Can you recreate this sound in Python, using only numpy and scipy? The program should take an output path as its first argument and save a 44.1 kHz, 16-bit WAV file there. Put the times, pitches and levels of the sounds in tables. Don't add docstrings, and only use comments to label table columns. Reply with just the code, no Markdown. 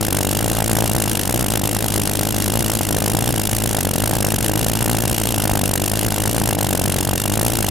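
import sys
import numpy as np
from scipy import signal
from scipy.fft import rfft, irfft
from scipy.io import wavfile
from scipy.ndimage import map_coordinates

SR = 44100
rng = np.random.default_rng(int(sys.argv[2]) if len(sys.argv) > 2 else 0)


def unload_audio(sound):
    columns = np.transpose(np.atleast_2d(sound))
    steps = np.round(np.clip(columns, -1, 1) * 32767)
    wavfile.write(sys.argv[1], SR, steps.astype(np.int16))


N = 339570
HZ = np.fft.rfftfreq(N, 1 / SR)
AGE = np.arange(-300, 2600) / SR

# (frequency [Hz], boost [dB])
POP_VOICE = [(50, -6.5), (140, 6), (310, 0), (385, -4), (470, -1.5), (600, 0), (810, 0.5), (970, -5.5),
             (1150, -10), (1600, -6), (2400, -12.5)]

def pops(times, charge_db):
    speed = undb(0.49 * charge_db + 3.2 * np.tanh(scatter(times)))
    burn_s = 0.00016 / speed
    front = lay(times, undb(-6.5 + charge_db) * speed * swell(0, burn_s, burn_s))
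    pockets = lay(times, undb(-21 + .7 * charge_db) * swell(.0007, .0004, .0011))
    ragged = pockets * noise(1 / (1 + (HZ / 1400) ** 4), side_db=-10)
    return resonate(front + ragged, POP_VOICE)


# (time [s], pace [firings per s])
PACE = [(0.0, 55.8), (0.19, 45.8), (0.41, 55.2), (0.93, 55.8), (1.26, 49.3), (1.36, 63.8), (1.46, 52.6),
        (2.46, 51.5), (2.56, 56.9), (2.88, 50.6), (3.29, 58.7), (3.47, 51.5), (3.63, 56.7), (3.94, 44.5),
        (4.07, 55.0), (4.41, 48.5), (4.51, 55.6), (5.22, 56.1), (5.74, 47.9), (6.05, 55.3), (6.17, 49.7),
        (6.33, 57.4), (6.75, 47.1), (7.19, 46.8), (7.5, 59.0), (7.7, 48.1)]
# (time [s], strength of the charge [dB])
SURGES = [(0, -1), (.6, -.2), (.84, 1.5), (1.2, -1.8), (1.46, 0.8), (1.8, -1.5), (2.95, -0.5), (3.17, 1),
          (3.47, -1.6), (3.75, -0.2), (4.75, 0.5), (4.93, 2), (5.2, -1.5), (5.48, 3), (5.62, -0.1),
          (6.3, -0.5), (6.5, 2), (6.68, 1), (7.7, -0.9)]

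def firings():
    t = np.arange(N) / SR
    pace_hz = np.interp(t, *np.transpose(PACE))
    count = np.cumsum(pace_hz) / SR
    times = np.interp(np.arange(.5, count[-1]), count, t)
    times = times + 0.001294 * wobble(times) + .00035 * scatter(times)[:, 0]
    surge_db = np.interp(times, *np.transpose(SURGES))[:, None]
    filling_db = 3 * np.tanh(scatter(times))
    charge_db = surge_db + filling_db - 4 * misfire(times)
    length = np.gradient(times)[:, None] * pace_hz.mean()
    return times, charge_db, length


def wobble(times, cycles_per_swing=8.81, carry_over=0.676):
    feedback = [1, -2 * carry_over * np.cos(2 * np.pi / cycles_per_swing), carry_over ** 2]
    swing = signal.lfilter([1], feedback, scatter(times)[:, 0])
    return swing / swing.std()


def misfire(times, at_s=6.568):
    gap_s = np.abs(times - at_s)
    return 1. * (gap_s == gap_s.min())[:, None]


# (pitch [Hz], time to fade 60 dB [s], level [dB])
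CAN_NOTES = [(98, 0.05, -18), (137.7, 0.13, -33.5), (274, 0.079, -32.5)]

def can_ring(times, charge_db):
    age, ring = np.maximum(AGE, 0), 0
    for hz, fade_s, db in CAN_NOTES:
        pitch_hz = hz * (1 + 0.069 * scatter(times))
        loudness = undb(db + 0.53 * charge_db - 60 * age / fade_s)
        ring = ring - loudness * np.sin(2 * np.pi * pitch_hz * age)
    return lay(times, ring)


def thuds(times, length):
    turn_s = 0.00597 + 0.00369 * length + 0.00051 * scatter(times)
    width_s = 0.0007 * undb(2.26 * scatter(times))
    push = swell(turn_s, width_s, width_s)
    pull = .45 * swell(turn_s + 2 * width_s, width_s, 1.5 * width_s)
    return lay(times, undb(-17 + 2.6 * scatter(times)) * (push - pull))


# (frequency [Hz], relative level [dB])
JET_HISS = [(150, -8), (500, 4.5), (1100, -2), (1550, 3.5), (2300, 0), (3200, 4), (4500, 1), (6500, 3.5),
            (9000, 5), (10800, 7), (13300, 3), (15500, -7)]

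def jet(times, charge_db, length, delay_s=.0034, rise_s=.00135, fall_s=.00165):
    late_s = AGE - delay_s * length - .00058 * scatter(times)
    flow = 1 / np.cosh(late_s / np.where(late_s < 0, rise_s, fall_s * length))
    spit_db = -16 + 0.11 * charge_db + 1.15 * scatter(times) - 20 * misfire(times)
    return lay(times, flow * undb(spit_db)) * noise(undb(across(JET_HISS)), side_db=-16)


# (frequency [Hz], relative level [dB])
AIR_HISS = [(300, 15.5), (1000, 17), (2200, 6), (3400, 12.5), (4500, 10.5), (7000, 9), (11000, 8.5),
            (13300, 4), (15500, -56)]
# (pitch [Hz], width [Hz], relative level [dB])
AIR_WHISTLES = [(2790, 85, 14), (5290, 100, 4), (7860, 300, -32)]

def intake(times, length, steady_db=-56):
    gulp_db = 10.5 * np.tanh(1.1 * scatter(times))
    gulp_shape = swell(.013 * length + .0015 * scatter(times), .0034, .003)
    gulps = lay(times, gulp_shape * undb(-39.5 + gulp_db))
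    hiss = (undb(steady_db) + gulps) * noise(undb(across(AIR_HISS)), side_db=-6)
    peaks = sum(undb(db) / (1 + 2j * (HZ - hz) / width) ** 2 for hz, width, db in AIR_WHISTLES)
    blow = lay(times, swell(0.0049, 0.0037, 0.0056) * undb(-38 + 0.23 * gulp_db))
    return hiss + blow * heat_bend(noise(peaks, side_db=-33), times)


def heat_bend(whistles, times):
    heat = lay(times, swell(0.004, 0.0022, 0.0067) * undb(1.43 * scatter(times)))
    position = np.cumsum(1 + .075 * (heat - heat.mean()))
    return np.array([map_coordinates(ear, [position], order=3, mode="mirror") for ear in whistles])


# (frequency [Hz], relative level [dB])
FLAME_RUMBLE = [(20, -7), (60, -6), (160, -0.5), (250, 2.5), (320, 5.5), (390, -7), (780, -13.5),
                (1100, -20), (2500, -18), (8000, -46)]

def flame(times, steady_db=-31.5, flare_db=-45):
    flares = lay(times, swell(.003, 0.00071, 0.0032))
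    return (undb(steady_db) + undb(flare_db) * flares) * noise(undb(across(FLAME_RUMBLE)), side_db=-12)


def undb(db):
    return 10 ** (np.asarray(db) / 20)


def across(points, lowest_hz=16):
    hz, value = np.transpose(points)
    return np.interp(np.log(np.maximum(HZ, lowest_hz)), np.log(np.maximum(hz, lowest_hz)), value)


def noise(tone, side_db):
    mid, side = irfft(rfft(rng.standard_normal((2, N))) * tone, N)
    return (mid + undb(side_db) * side * np.array([[1], [-1]])) / mid.std()


def scatter(times):
    return rng.standard_normal(N // 100)[:len(times), None]


def lay(times, shapes):
    at = np.round((times[:, None] + AGE) * SR).astype(int)
    inside = (at >= 0) & (at < N)
    return np.bincount(at[inside], np.broadcast_to(shapes, at.shape)[inside], N)


def swell(peak_s, rise_s, fall_s):
    late_s = AGE - peak_s
    return np.exp(-.5 * (late_s / np.where(late_s < 0, rise_s, fall_s)) ** 2)


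def resonate(sound, voice):
    two_sided = irfft(np.log(undb(across(voice))), N)
    one_sided = two_sided * (1 + np.sign(np.fft.fftfreq(N)))
    return irfft(rfft(sound) * np.exp(rfft(one_sided)), N)


# (frequency [Hz], level gap [dB])
LEFT_LOUDER = [(60, -1.0), (110, 0.0), (200, 1.5), (380, 3.5), (700, 4.0), (1290, 2.0), (2380, 0.0),
               (4400, 0.0), (8120, 0.5), (15000, 0.0)]
# (frequency [Hz], lead [radians])
LEFT_AHEAD = [(0, 0), (260, 1.3), (860, 0.4), (1720, 0.0), (16100, -0.0)]

def scene():
    times, charge_db, length = firings()
    beats = pops(times, charge_db) + can_ring(times, charge_db) + thuds(times, length)
    engine = beats + jet(times, charge_db, length) + intake(times, length) + flame(times)
    left = undb(across(LEFT_LOUDER) / 2) * np.exp(.5j * across(LEFT_AHEAD))
    return irfft(rfft(engine) * np.array([left, 1 / left]), N)


def record(dry, bass_hz=25, ceiling=.78, top_hz=15900):
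    thin = signal.sosfilt(signal.butter(1, bass_hz, "high", fs=SR, output="sos"), dry)
    rounded = thin / (1 + (thin / ceiling) ** 4) ** .25
    return signal.sosfilt(signal.ellip(10, .2, 80, top_hz, fs=SR, output="sos"), rounded)


dry = scene()
out = record(dry)
unload_audio(out)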